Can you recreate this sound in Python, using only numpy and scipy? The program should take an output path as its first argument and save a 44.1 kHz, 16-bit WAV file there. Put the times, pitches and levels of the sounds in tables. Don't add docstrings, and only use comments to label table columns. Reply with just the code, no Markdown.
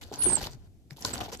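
import sys
import numpy as np
from scipy import signal
from scipy.io import wavfile

SR = 44100
rng = np.random.default_rng(int(sys.argv[2]) if len(sys.argv) > 2 else 0)


def master(y):
    cut = np.clip(np.atleast_2d(y).T, -1, 1)
    pcm = np.round(cut * 32767)
    wavfile.write(sys.argv[1], SR, pcm.astype(np.int16))


N = 61739

# (frequency [Hz], density [dB])
AIR_SPECTRUM = [(30, -3.5), (300, -2), (800, -31.5), (3000, -31), (8000, -31.5), (15000, -37.5)]
RUMBLE_SPECTRUM = [(22, -5.5), (45, -4), (65, 3.5), (120, -7.5), (200, -18), (400, -30)]
CHURN_SPECTRUM = [(100, -1.5), (200, 0), (340, 1), (520, -6.5), (800, -2.5), (1100, -12.5), (1500, -11.5),
                  (2200, -20)]
CRACKLE_SPECTRUM = [(700, -19), (1450, -1.5), (2200, -3), (3000, -1.5), (4600, 4.5), (6300, -1.5),
                    (7600, 0.5), (9300, -16.5), (11500, -5.5), (14500, -10)]
# (frequency [Hz], correlation [-1..1], left minus right [dB])
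STEREO_IMAGE = [(49.6, -0.4, -1), (130, 1, 6.5), (292.4, .85, 1.5), (676, 1, 4), (1380, -0.36, 2.5),
                (4400, 0.26, -1.5), (13900, 0.39, 5.5)]
# (time [s], level [dB])
RUMBLE_CURVE = [(0, -47.5), (.19, -59), (.26, -42), (.43, -51.5), (.52, -49), (.74, -59), (.86, -61),
                (1.03, -60.5), (1.10, -51), (1.4, -54)]
# (time [s], level [dB], pitch [Hz])
STAND_BUMPS = [(0.424, -29, 47.5), (0.542, -35.5, 124), (0.582, -39, 68.8), (0.917, -32.5, 139),
               (1.059, -31.5, 112.6)]
# (time [s], pitch [Hz], level [dB], left minus right [dB])
SQUEAK_CURVE = [(.183, 9700, -54, -8), (.190, 9740, -33, -3), (.210, 9680, -28.5, -8.5),
                (.228, 9600, -21, -6), (.238, 9570, -21, 29.5), (.252, 9320, -23, 24),
                (.272, 8880, -20, -19.5), (.302, 8500, -24, -8), (.326, 8470, -25.5, -18.5),
                (.334, 8460, -19.5, -6), (.346, 8390, -22.5, -27), (.351, 8560, -29.5, -16),
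                (.3555, 7980, -12, -16.5), (.359, 7520, -31.5, -10), (.368, 7530, -24.5, -10.5),
                (.377, 7520, -49.5, -8)]
CHIRP_CURVE = [(1.128, 7730, -57, -12), (1.138, 7690, -25.5, -28), (1.146, 7900, -44, -11)]
# (time [s], level [dB], start pitch [Hz], T60 [s])
BARREL_GULPS = [(0.1157, -28, 422, 0.028), (.1158, -30.5, 647, 0.016), (0.1254, -32.5, 807.5, 0.03),
                (0.2657, -20.5, 352.5, 0.08), (0.3708, -26.5, 878, 0.035), (.411, -30.5, 793, 0.042),
                (0.4714, -23.5, 980, 0.0099), (0.9832, -40.5, 890, 0.017), (1.0497, -22.5, 1003, 0.027),
                (1.0522, -31.5, 1474, 0.048), (1.05, -25.5, 455, 0.018), (1.283, -39, 797, 0.053),
                (1.324, -37, 992, 0.041), (1.328, -37, 473, 0.1), (1.396, -34, 380, 0.033)]
# (time [s], level [dB], band centre [Hz])
PLATE_SNAPS = [(.1388, -26, 6100), (.1586, -28, 5700), (0.2992, -24, 5430), (0.4407, -25, 2860),
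               (.4526, -27, 3960), (0.4698, -24, 4130), (0.5329, -37.5, 4540), (0.9078, -32.5, 4387),
               (0.9073, -34, 1953), (0.9703, -37, 11140), (1.0234, -24.5, 5300), (1.0493, -14, 4180),
               (1.0494, -14, 6150), (1.18, -23.5, 4670), (1.2104, -22.5, 3100), (1.2154, -32.5, 3300),
               (1.2950, -38, 5730), (1.3726, -31, 7500)]
# (frequency [Hz], gain [dB])
BODY_MODES = [(800, -12), (1010, -6), (1470, -5.5), (3000, -3), (4450, -6.5)]
# (start [s], length [s], crackle level [dB], churn level [dB])
MEAT_SQUELCHES = [(.010, 0.03, -46, -54.5), (0.03, 0.21, -60.5, -56), (0.122, 0.023, -44, -40),
                  (0.166, 0.085, -54, -45), (0.212, 0.035, -38.5, -44.5), (.252, 0.087, -44.5, -35),
                  (0.346, 0.05, -43, -39), (0.405, 0.065, -41, -40), (0.49, 0.058, -56.5, -56),
                  (0.553, .12, -74, -65.5), (0.9, 0.031, -58, -56.5), (0.961, 0.15, -54.5, -56),
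                  (1.003, 0.12, -50, -52), (1.044, 0.066, -42, -38), (1.129, 0.028, -42, -37.5),
                  (1.162, 0.029, -48, -38.5), (1.201, 0.02, -41.5, -32.5), (1.228, 0.037, -48, -42.5),
                  (1.28, 0.024, -52, -42.5), (1.316, 0.033, -41, -44), (1.386, .04, -54.5, -60)]


def from_db(db):
    return 10 ** (np.asarray(db) / 20)


def unit_rms(x):
    return x / np.sqrt(np.mean(x ** 2) + 1e-20)


def per_sample(curve):
    times_s, *columns = np.transpose(curve)
    return [np.interp(np.arange(N) / SR, times_s, column) for column in columns]


def at_hz(spectrum, hz):
    points_hz, *columns = np.transpose(spectrum)
    return [np.interp(np.log(hz), np.log(points_hz), column) for column in columns]


def pan(left_minus_right_db):
    gain = from_db(np.atleast_1d(left_minus_right_db) / 2)
    return np.array([gain, 1 / gain]) / np.sqrt((gain ** 2 + gain ** -2) / 2)


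def drift(rate_hz):
    pole = np.exp(-2 * np.pi * rate_hz / SR)
    return unit_rms(signal.lfilter([1], [1, -2 * pole, pole ** 2], rng.standard_normal(2 * N))[N:])


def bandpass(x, edges_hz, order):
    return signal.sosfilt(signal.butter(order, edges_hz, "band", fs=SR, output="sos"), x)


def add(out, start_s, sound):
    start = int(start_s * SR)
    out[:, start:start + sound.shape[1]] += sound[:, :N - start]


def ring(hz, t60_s, attack_s, rise_per_s=0):
    t = np.arange(SR // 5) / SR
    tone = np.sin(2 * np.pi * hz * t * (1 + rise_per_s * t / 2))
    return tone * from_db(-60 * t / t60_s) * (1 - np.exp(-t / attack_s))


def grains(per_s, spread_db, hiss_db):
    sizes = from_db(spread_db * np.minimum(rng.exponential(1, N), 3.5))
    return unit_rms(sizes * (rng.random(N) < per_s / SR)) + from_db(hiss_db)


def band_noise(spectrum, flicker_db, flicker_hz, envelope=1):
    out = np.zeros((2, N))
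    edges_hz = 20 * 2 ** (np.arange(30) / 3)
    for low_hz, high_hz in zip(edges_hz, edges_hz[1:]):
        hz = np.sqrt(low_hz * high_hz)
        if spectrum[0][0] / 2 < hz < spectrum[-1][0] * 2:
            mid, side = bandpass(envelope * rng.standard_normal((2, N)), [low_hz, high_hz], order=2)
            correlation, pan_db = at_hz(STEREO_IMAGE, hz)
            band = np.sqrt(1 + correlation) * mid + np.sqrt(1 - correlation) * np.array([side, -side])
            gain = from_db(at_hz(spectrum, hz)[0] + flicker_db * drift(flicker_hz))
            out += gain * pan(pan_db) * band
    return unit_rms(out)


def air():
    return from_db(-62) * band_noise(AIR_SPECTRUM, flicker_db=0.5, flicker_hz=8.3)


def room(x, t60_s=0.11, onset_s=0.011):
    t = np.arange(N // 2) / SR
    tail = rng.standard_normal((2, len(t))) * from_db(-60 * t / t60_s) * (1 - np.exp(-t / onset_s))
    tail /= np.sqrt(np.sum(tail ** 2, axis=1, keepdims=True))
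    return signal.fftconvolve(x, tail, axes=1)[:, :N]


def housing():
    rumble_db, = per_sample(RUMBLE_CURVE)
    out = from_db(rumble_db + 3) * band_noise(RUMBLE_SPECTRUM, flicker_db=1.5, flicker_hz=10)
    for start_s, level_db, hz in STAND_BUMPS:
        _, pan_db = at_hz(STEREO_IMAGE, hz)
        add(out, start_s, from_db(level_db) * pan(pan_db) * ring(hz, t60_s=0.1, attack_s=0.0033))
    return out


def squeak(curve, waver_hz=34.63, rasp_db=-15, flutter_db=1.5, gain_db=2):
    hz, level_db, pan_db = per_sample(curve)
    t = np.arange(N) / SR
    rubbing = (t > curve[0][0]) & (t < curve[-1][0])
    tone = np.sin(2 * np.pi * np.cumsum(hz + waver_hz * drift(rate_hz=180)) / SR)
    tone *= 1 + from_db(rasp_db) * drift(rate_hz=300)
    gain = from_db(gain_db + level_db + flutter_db * drift(rate_hz=110))
    return rubbing * pan(pan_db) * gain * tone


def gulps():
    out = np.zeros((2, N))
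    for start_s, level_db, hz, t60_s in BARREL_GULPS:
        gulp = ring(hz, t60_s, attack_s=0.00047, rise_per_s=1.256)
        add(out, start_s, from_db(level_db) * pan(0) * gulp)
    return out


def snaps(decay_s=0.0011, width_octaves=0.46, splash_db=-17, gain_db=-3):
    out = np.zeros((2, N))
    t = np.arange(SR // 40) / SR
    for start_s, level_db, hz in PLATE_SNAPS:
        crack = rng.standard_normal((2, len(t))) * np.exp(-t / decay_s)
        cavity = bandpass(crack, hz * 2 ** (width_octaves * np.array([-0.5, 0.5])), order=2)
        splash = bandpass(crack, [hz / 2, min(hz * 2, SR / 3)], order=1)
        snap = cavity + from_db(splash_db) * splash
        snap /= np.abs(snap).max(axis=1, keepdims=True)
        add(out, start_s, from_db(level_db + gain_db) * snap)
    return out


def body(x, q=29.7):
    modes = (from_db(db) * signal.lfilter(*signal.iirpeak(hz, q, fs=SR), x) for hz, db in BODY_MODES)
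    return x + sum(modes)


def squelch_envelope(layer, release_s, attack_s=0.0047):
    t = np.arange(N) / SR
    power = np.zeros(N)
    for start_s, length_s, crackle_db, churn_db in MEAT_SQUELCHES:
        level_db = {"crackle": crackle_db, "churn": churn_db}[layer]
        attack = np.clip((t - start_s) / attack_s, 0, 1)
        release = np.exp(-np.maximum(t - start_s - length_s, 0) / release_s)
        power += (from_db(level_db) * attack * release) ** 2
    return np.sqrt(power)


def churn(gain_db=-1.5):
    bursts = grains(per_s=600, spread_db=1.5, hiss_db=-9.5)
    kneading = band_noise(CHURN_SPECTRUM, flicker_db=2, flicker_hz=14, envelope=bursts)
    return from_db(gain_db) * squelch_envelope("churn", release_s=0.015) * kneading


def crackle():
    bursts = grains(per_s=2500, spread_db=4.5, hiss_db=-7)
    tearing = band_noise(CRACKLE_SPECTRUM, flicker_db=3, flicker_hz=22, envelope=bursts)
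    return squelch_envelope("crackle", release_s=0.006) * tearing


def scene(meat_send_db=-12.5, blade_send_db=-21, right_lag_s=0.00017):
    meat = body(crackle() + churn() + snaps()) + gulps()
    blade = squeak(SQUEAK_CURVE) + squeak(CHIRP_CURVE)
    room_send = from_db(meat_send_db) * meat + from_db(blade_send_db) * blade
    left, right = air() + housing() + room(room_send) + blade + meat
    late_right = np.pad(right, (int(right_lag_s * SR), 0))[:N]
    return np.array([left, late_right])


def record(dry):
    cutoff_hz, ripple_db, stopband_db = 14900, 0.2, 80
    return signal.sosfilt(signal.ellip(10, ripple_db, stopband_db, cutoff_hz, fs=SR, output="sos"), dry)


dry = scene()
out = record(dry)
master(out)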